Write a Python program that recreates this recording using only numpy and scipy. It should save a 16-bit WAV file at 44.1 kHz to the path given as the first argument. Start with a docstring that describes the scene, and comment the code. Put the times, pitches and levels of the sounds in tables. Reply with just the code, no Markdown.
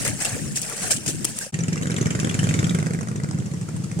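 """Splashing feet and chugging boats

Feet kick in the water beside a boat: spray flies, drops slap, bubbles ring, plunging legs gulp air. Then the
scene changes: three one-cylinder boat engines chug across open water, each at its own speed, so their beats
drift through one another over a low rumble and the wash of the sea. Late on, the fastest engine fades and a
wading foot plops softly."""
import sys
import numpy as np
from scipy import signal
from scipy.fft import rfft, irfft, next_fast_len
from scipy.io import wavfile
from scipy.ndimage import uniform_filter1d

SR = 44100
rng = np.random.default_rng(int(sys.argv[2]) if len(sys.argv) > 2 else 0)


def to_wav(s):
    """Save 16-bit WAV."""
    ch = np.atleast_2d(s).T  # columns
    pcm = np.round(np.clip(ch, -1, 1) * 32767)  # PCM
    wavfile.write(sys.argv[1], SR, pcm.astype(np.int16))


N = 176400
WATER_END_S, ENGINES_START_S = 1.515, 1.522


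# each kick (t/s, spray level/dB, bubbling level/dB, rise/s, hold/s, fall/s)
FOOT_KICKS = [(.0, -30, -34.5, .02, 0.031, 0.088), (0.051, -23.5, -27, .008, 0.01, 0.11),
              (0.211, -25.5, -31.5, 0.036, 0.017, 0.06), (0.25, -20.5, -31.5, .006, 0.0045, 0.025),
              (0.265, -30, -33.5, .03, 0.03, 0.26), (0.56, -23.5, -40.5, 0.011, 0.019, 0.038),
              (0.627, -28.5, -42.5, 0.0068, .006, 0.059), (0.69, -33.5, -37, 0.11, 0.044, 0.056),
              (0.765, -31.5, -41.5, 0.012, 0.025, 0.059), (0.825, -28.5, -34.5, 0.077, 0.057, 0.091),
              (0.909, -15.5, -27.5, 0.0081, .01, 0.047), (0.966, -26.5, -47, 0.011, 0.0045, 0.022),
              (1.062, -25, -38, 0.0044, .004, 0.032), (1.08, -20, -35.5, 0.0063, 0.008, 0.049),
              (1.247, -22.5, -36, 0.0048, 0.0066, 0.015), (1.269, -34, -42, 0.035, 0.032, 0.03),
              (1.368, -33, -48, 0.023, 0.013, 0.066), (1.41, -30.5, -39, 0.013, 0.016, 0.073)]
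# tone colours, or how strong each pitch is, of spray and bubbling (f/Hz, level/dB)
SPRAY_COLOUR = [(1500, -29), (2600, -11.5), (3800, -15), (5500, -4), (8300, 4), (10000, -1.5),
                (12000, -15.5), (16000, -19)]
BUBBLING_COLOUR = [(250, -5), (450, -3.5), (750, -3), (1050, -7.5), (1700, 6), (2600, 0.5), (4000, -11.5)]
def kicks():
    """Each kick throws up a spray of tiny bubbles and stirs bigger, lower ones."""
    spray_power, bubbling_power = amp(-38) ** 2, amp(-46.5) ** 2  # trickle and lapping between kicks
    for s, spray_db, bubbling_db, rise, hold, fall in FOOT_KICKS:
        shape = burst(s, rise, hold, fall)
        spray_power += (amp(spray_db) * shape) ** 2
        bubbling_power += (amp(bubbling_db) * shape) ** 2
    tiny = bubbles(1800, 2180, 13200, cycles=2.84, spread_db=1.5, noise=0.41, samples=220)
    spray = stereo(coloured(patchy(tiny, depth_db=3), SPRAY_COLOUR), 0.18, 0.241)
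    bigger = bubbles(380, 398.4, 3653, cycles=16.9, spread_db=2.5, noise=0.61, samples=1800)
    bubbling = stereo(coloured(bigger, BUBBLING_COLOUR), 0.25, 0.11)
    return np.sqrt(spray_power) * spray + np.sqrt(bubbling_power) * bubbling


# legs going under (t/s, level/dB, hold/s)
LEG_PLUNGES = [(.0, -27, 0.01), (0.076, -28.5, 0.056), (0.181, -38, 0.098), (0.333, -28, 0.017),
               (0.41, -27, 0.063), (0.508, -33, 0.09), (0.812, -36, 0.088), (0.953, -32.5, 0.047),
               (1.061, -28, 0.034), (1.14, -30.5, 0.085), (1.284, -32.5, 0.021)]
# tone colour of the gulp (f/Hz, level/dB)
GULP_COLOUR = [(25, -34), (60, -11), (120, -4), (200, -1), (330, -6), (600, -22), (1500, -48)]
def plunges():
    """A plunging leg drags air under, and the big bubbles make a deep gulp."""
    power = amp(-43) ** 2  # soft swell between plunges
    for s, db, hold in LEG_PLUNGES:
        power += (amp(db) * burst(s, rise=0.039, hold=hold, fall=0.076)) ** 2
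    big = bubbles(250, 100.4, 428, cycles=4.76, spread_db=2, noise=0.6, samples=2600)
    return np.sqrt(power) * stereo(coloured(big, GULP_COLOUR), 0.28, 0.14) * pan(2)


# drops landing (t/s, level/dB)
DROP_SLAPS = [(0.0502, -14), (0.0782, -10), (0.25, -22), (.617, -11.5), (.621, -15), (.698, -15),
              (1.2456, -9), (1.251, -5.5), (1.388, -10)]
def drops(fade_s=0.013):
    """Falling drops slap the surface, each with a sharp burst of fizz."""
    slaps, t = np.zeros((3, N)), np.arange(SR // 10) / SR
    fizz = 0.5 * coloured(noises(), SPRAY_COLOUR)
    for s, db in DROP_SLAPS:
        add(slaps, s, amp(db - 60 * t / fade_s))
    return stereo(slaps * fizz, 0.2, 0.23) * pan(2)


# single bubbles and drips (t/s, f/Hz, level/dB)
BUBBLE_PLOPS = [(.232, 796, -27), (0.25, 2710, -16.5), (.268, 715, -23), (.365, 488, -21),
                (.713, 1360, -25), (0.736, 426, -23.5), (.847, 736, -21.5), (.912, 620, -26),
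                (1.088, 345, -19.5), (1.146, 310, -19), (1.247, 315, -18.5), (1.411, 1580, -23.5),
                (1.465, 546, -26.5), (1.605, 5880, -19), (3.684, 1350, -31)]
def plops(fade_s=0.031, glide_per_s=1.2):
    """Single bubbles and drips ring briefly with a rising pitch."""
    rings, t = np.zeros(N), np.arange(SR // 10) / SR
    onset = 1 - np.exp(-t / 0.0018)
    for s, hz, db in BUBBLE_PLOPS:
        tone = np.sin(2 * np.pi * hz * t * (1 + glide_per_s * t / 2))
        add(rings, s, amp(db - 60 * t / fade_s) * onset * tone)
    return rings


# engine speeds, starting at the first firing (t/s, firings per second)
FAST_SPEED = [(1.5454, 21.77), (2.3, 25.152), (2.8, 25.276), (3.6, 20.854)]
MIDDLE_SPEED = [(1.5436, 21.38), (2.2, 21.265), (2.7, 19.076), (3.5, 17.552), (4, 17.814)]
SLOW_SPEED = [(1.6083, 13.315), (2.3, 13.757), (3.2, 13.265), (4, 13.226)]
# loudness; the "bite" is the exhaust's crack, knock and hiss (t/s, thump level/dB, bite level/dB)
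FAST_LOUDNESS = [(1.55, -53, -59), (1.72, -17, -21.5), (2.0, -17, -15), (2.45, -12.5, -16),
                 (2.8, -16.5, -14), (3.05, -18.5, -22.5), (3.2, -17.5, -23.5), (3.3, -23, -23.5),
                 (3.6, -43, -39)]
MIDDLE_LOUDNESS = [(1.55, -16.5, -24.5), (1.85, -19.5, -26), (2.05, -11.5, -23.5), (2.25, -20, -22.5),
                   (2.5, -10, -20.5), (2.75, -15, -25.5), (3.0, -24.5, -50), (3.4, -12.5, -37.5),
                   (3.52, -20, -39), (4, -15.5, -61)]
SLOW_LOUDNESS = [(1.6, -19.5, -35), (1.9, -47, -29.5), (2.6, -17, -55), (2.85, -18.5, -28.5),
                 (3.15, -27.5, -31), (3.4, -22.5, -36.5), (3.799, -23, -35), (4, -19.5, -30.5)]
# notes each exhaust pipe rings at (f/Hz, level/dB, time to peak/ms)
FAST_NOTES = [(133, -5.5, 3), (195, -7, 2.35), (399, -9, 0.73)]
MIDDLE_NOTES = [(141.7, -1, 8.8), (106, -8, 7.9), (302, -21, 8.4)]
SLOW_NOTES = [(154.8, 1.5, 7.5), (97, -12.5, 6.1), (261, -8, 2.6)]
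# tone colours of the crack and hiss (f/Hz, level/dB)
FAST_COLOUR = [(150, -12), (450, 6), (900, -18.5), (2000, -4), (3400, -23.5), (8000, -10), (16000, -44)]
MIDDLE_COLOUR = [(300, 8), (1000, -14.5), (1700, -0.5), (3200, -4), (4200, -13), (7200, 0), (10000, -13.5),
                 (12000, -29), (16000, -34)]
SLOW_COLOUR = [(300, 6.5), (1500, 2.5), (3600, -9), (6200, 1), (8000, 2), (11000, -13), (16000, -41)]
def boats(cut_hz=83.5):
    """Three engines chug out of step; their pipes give off little sound below cut_hz."""
    fast = engine(FAST_SPEED, FAST_LOUDNESS, FAST_NOTES, FAST_COLOUR, early_ms=1.33, roundness=0.95,
                  crack_db=-5, knock_db=-4, hiss_db=-6, hiss_ms=4.7, lead_ms=-0.41)
    middle = engine(MIDDLE_SPEED, MIDDLE_LOUDNESS, MIDDLE_NOTES, MIDDLE_COLOUR, early_ms=2.76,
                    roundness=4.6, crack_db=3, knock_db=-18.5, hiss_db=3, hiss_ms=7.94, lead_ms=0.285)
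    slow = engine(SLOW_SPEED, SLOW_LOUDNESS, SLOW_NOTES, SLOW_COLOUR, early_ms=2.14, roundness=1.8,
                  crack_db=-19, knock_db=-7, hiss_db=5, hiss_ms=6.15, lead_ms=0.338)
    return filtered(fast + middle + slow, lambda hz: 1 - 1 / (1 + (hz / cut_hz) ** 6))


# notes of the short knock at a pipe's mouth (f/Hz, level/dB, time to peak/ms)
KNOCK_NOTES = [(523, -10, 0.67), (1428, -2.5, 0.51), (1955, -12, 0.77)]
def engine(speed, loudness, notes, colour, early_ms, roundness,
           crack_db, knock_db, hiss_db, hiss_ms, lead_ms):
    """Each firing thumps in the exhaust pipe, knocks, cracks and lets out a ragged hiss of gas."""
    thumps, bites = firings(speed, loudness)
    early = int(early_ms * SR / 1000)  # thump and hiss start just before the crack
    thump = ring(np.roll(thumps, -early), notes, roundness, wander=0.012)
    echo_delay = int(0.01977 * SR)
    thump += amp(-16) * np.pad(thump, (echo_delay, 0))[:N]
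    knock = amp(knock_db) * ring(bites, KNOCK_NOTES, roundness=0.68, wander=0.09)
    crack = amp(crack_db) * signal.fftconvolve(bites, -click(colour))[:N]
    ms = np.arange(SR // 8) * 1000 / SR
    puff = (1 - np.exp(-(ms / 1.6) ** 2)) * np.exp(-ms / hiss_ms)
    puffs = signal.fftconvolve(bites, puff)[early:early + N]
    ragged = amp(2 * unit(uniform_filter1d(rng.standard_normal(N), size=60)))
    gas = coloured(patchy(ragged * noises(), depth_db=5.5), colour)
    hiss = stereo(amp(hiss_db) * puffs * gas, 0.56, lead_ms)
    return stereo(np.array([thump + knock + crack] * 3), 0.98, lead_ms) * pan(-1) + hiss


SCATTER_DB = 0.97  # random change in level from firing to firing
def firings(speed, loudness):
    """Two rows of spikes, one spike per firing: thump sizes and bite sizes."""
    t = clock()
    cycles = np.cumsum(curves(speed, t)[0] * (t >= speed[0][0])) / SR
    at = np.flatnonzero(np.diff(np.ceil(cycles)) > 0)
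    spikes = np.zeros((2, N))
    spikes[:, at] = amp(curves(loudness, t[at]) + SCATTER_DB * rng.standard_normal((len(at), 2)).T)
    return spikes


def ring(spikes, notes, roundness, wander):
    """Each spike makes a pipe's notes swell and fade, never at quite the same pitch or level."""
    out, t = np.zeros(N), np.arange(SR // 8) / SR
    for i in np.flatnonzero(spikes):
        for hz, db, peak_ms in notes:
            detune, louder = rng.standard_normal(2)
            age = 1000 * t / peak_ms
            swell = amp(db + SCATTER_DB * louder) * (age * np.exp(1 - age)) ** roundness
            tone = np.sin(2 * np.pi * hz * (1 + wander * detune) * t)
            add(out, i / SR, -spikes[i] * swell * tone)
    return out


# how long the echo lasts (f/Hz, time to fade by 60 dB/s)
SHORE_FADE = [(100, 0.34), (500, 0.3), (2000, 0.18), (10000, 0.087)]
def shore(engines):
    """Hulls and shore send back a short, blurred echo, longest in the bass."""
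    hz, t, spectrum = signal.stft(rng.standard_normal((3, SR // 3)), SR, nperseg=256)
    fade = amp(-60 * t / along(SHORE_FADE, hz)[:, None])
    tail = signal.istft(spectrum * fade, SR, nperseg=256)[1]
    tail = np.pad(tail / np.linalg.norm(tail[0]), ((0, 0), (SR // 100, 0)))  # arrives 10 ms late
    return amp(-10.5) * stereo(signal.fftconvolve(engines[:1], tail, axes=1)[:, :N], 0.53, 0)


# tone colour of the rumble (f/Hz, level/dB)
RUMBLE_COLOUR = [(25, -40), (58, -17), (105, 3), (160, 7.5), (260, -4), (480, -11), (1500, -51.5)]
def rumble(engines, smooth_s=0.036):
    """A steady low rumble that swells with the engines' thumps."""
    loudness = np.sqrt(np.abs(uniform_filter1d(engines[0] ** 2, int(smooth_s * SR))))
    return (amp(-38.5) + amp(-10.5) * loudness) * stereo(coloured(noises(), RUMBLE_COLOUR), 0.39, 0)


# loudness of the sea (t/s, level/dB)
SEA_LOUDNESS = [(1.55, -41.5), (1.9, -43.5), (2.5, -35), (3.1, -46), (4, -43.5)]
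# its tone colour (f/Hz, level/dB)
SEA_COLOUR = [(400, 8), (1000, 1), (1900, -0.5), (4000, -5.5), (6000, 0), (8200, 0.5), (10000, -5.5),
              (12000, -16.5), (16000, -26)]
def sea():
    """The wash of the sea, a soft noise that slowly rises and falls."""
    return amp(curves(SEA_LOUDNESS, clock())[0]) * stereo(coloured(noises(), SEA_COLOUR), 0.11, 0.257)


def bubbles(per_s, lo_hz, hi_hz, cycles, spread_db, noise, samples):
    """Three streams of bubbles over noise; each bubble rises in pitch as it dies away."""
    t, streams = np.arange(samples) / SR, []
    for _ in range(3):
        when, pitch, size = rng.random((int(per_s * WATER_END_S), 3)).T[:, :, None]
        hz = lo_hz * (hi_hz / lo_hz) ** pitch
        age = hz * t / cycles
        strength = amp(-spread_db * np.log(0.02 + 0.98 * size))  # many quiet, a few loud
        glide = 1 + 0.1 * np.minimum(age, 2)
        tones = strength * np.exp(-3 * age) * np.sin(2 * np.pi * hz * t * glide)
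        at = (when * WATER_END_S * SR).astype(int) + np.arange(samples)
        stream = np.bincount(at.ravel(), tones.ravel(), N)[:int(WATER_END_S * SR)]
        streams.append(unit(np.resize(stream, N)) + noise * rng.standard_normal(N))
    return np.array(streams)


def burst(s, rise, hold, fall):
    """A swell that peaks at time s; rise and fall are the seconds it takes to change by 20 dB."""
    t = clock() - s
    return amp(-20 * np.minimum(np.maximum(-t, 0) / rise + np.maximum(t - hold, 0) / fall, 10))


def patchy(x, depth_db):
    """Make random pitches in x briefly louder or softer."""
    spectrum = signal.stft(x, nperseg=384)[2]
    patches = uniform_filter1d(rng.standard_normal(spectrum.shape[1:]), size=3, axis=0)
    patches = unit(uniform_filter1d(patches, size=3, axis=1))
    return signal.istft(spectrum * amp(depth_db * patches), nperseg=384)[1][:, :N]


def click(colour, size=1024):
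    """A click with a tone colour and a peak of 1."""
    cepstrum = irfft(np.log(amp(along(colour, np.fft.rfftfreq(size, 1 / SR)))))
    cepstrum[1:size // 2] *= 2  # these two lines pack the sound at the start
    cepstrum[size // 2 + 1:] = 0
    pulse = irfft(np.exp(rfft(cepstrum)))
    return pulse / np.abs(pulse).max()


def stereo(three, alike, lead_ms):
    """Both sides share the first stream, the left lead_ms sooner; each also gets one of its own."""
    shared = filtered(three[0], lambda hz: np.exp(1j * np.pi * hz * lead_ms / 1000 * [[1], [-1]]))
    return np.sqrt(alike) * shared + np.sqrt(1 - alike) * three[1:]


def pan(db):
    """Gains that make the left side db louder than the right."""
    return amp(db * np.array([[0.5], [-0.5]]))


def filtered(x, response):
    """Scale each frequency in x by response(hz)."""
    size = next_fast_len(N + SR // 2)
    return irfft(rfft(x, size) * response(np.fft.rfftfreq(size, 1 / SR)), size)[..., :N]


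def coloured(x, colour):
    """Give x a tone colour and an average strength of 1."""
    return unit(filtered(x, lambda hz: amp(along(colour, hz))))


def along(points, hz):
    """Read a frequency table at hz, on a log scale."""
    f, values = np.transpose(points)
    return np.interp(np.log(hz + 1), np.log(f + 1), values)


def curves(rows, t):
    """Read each column of a time table at the times t."""
    s, *columns = np.transpose(rows)
    return np.array([np.interp(t, s, column) for column in columns])


def add(track, s, sound):
    """Mix a sound in at s seconds."""
    i = int(np.clip(round(s * SR), 0, N - 1))
    track[..., i:i + sound.shape[-1]] += sound[..., :N - i]


def amp(db):
    return 10 ** (np.asarray(db) / 20)


def unit(x):
    return x / np.sqrt(np.mean(x ** 2) + 1e-20)


def clock():
    return np.arange(N) / SR


def noises():
    return rng.standard_normal((3, N))


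# the finest spray is louder on the left (f/Hz, left minus right level/dB)
WATER_PAN = [(3500, 2), (8000, -1), (12500, 12.5)]
def scene():
    """The splashing fades out, then the engines come in."""
    t = clock()
    water = filtered(kicks() + plunges() + drops(), lambda hz: pan(along(WATER_PAN, hz)))
    engines = boats()
    open_water = engines + rumble(engines) + sea() + shore(engines)
    fade_out = np.clip((WATER_END_S - t) / 0.051, 0, 1)
    fade_in = np.clip((t - ENGINES_START_S) / 0.01, 0, 1)
    return water * fade_out + open_water * fade_in + plops()


def record(dry):
    """Cut off the very highest treble."""
    return filtered(dry, lambda hz: hz < 16100)


dry = scene()
out = record(dry)
to_wav(out)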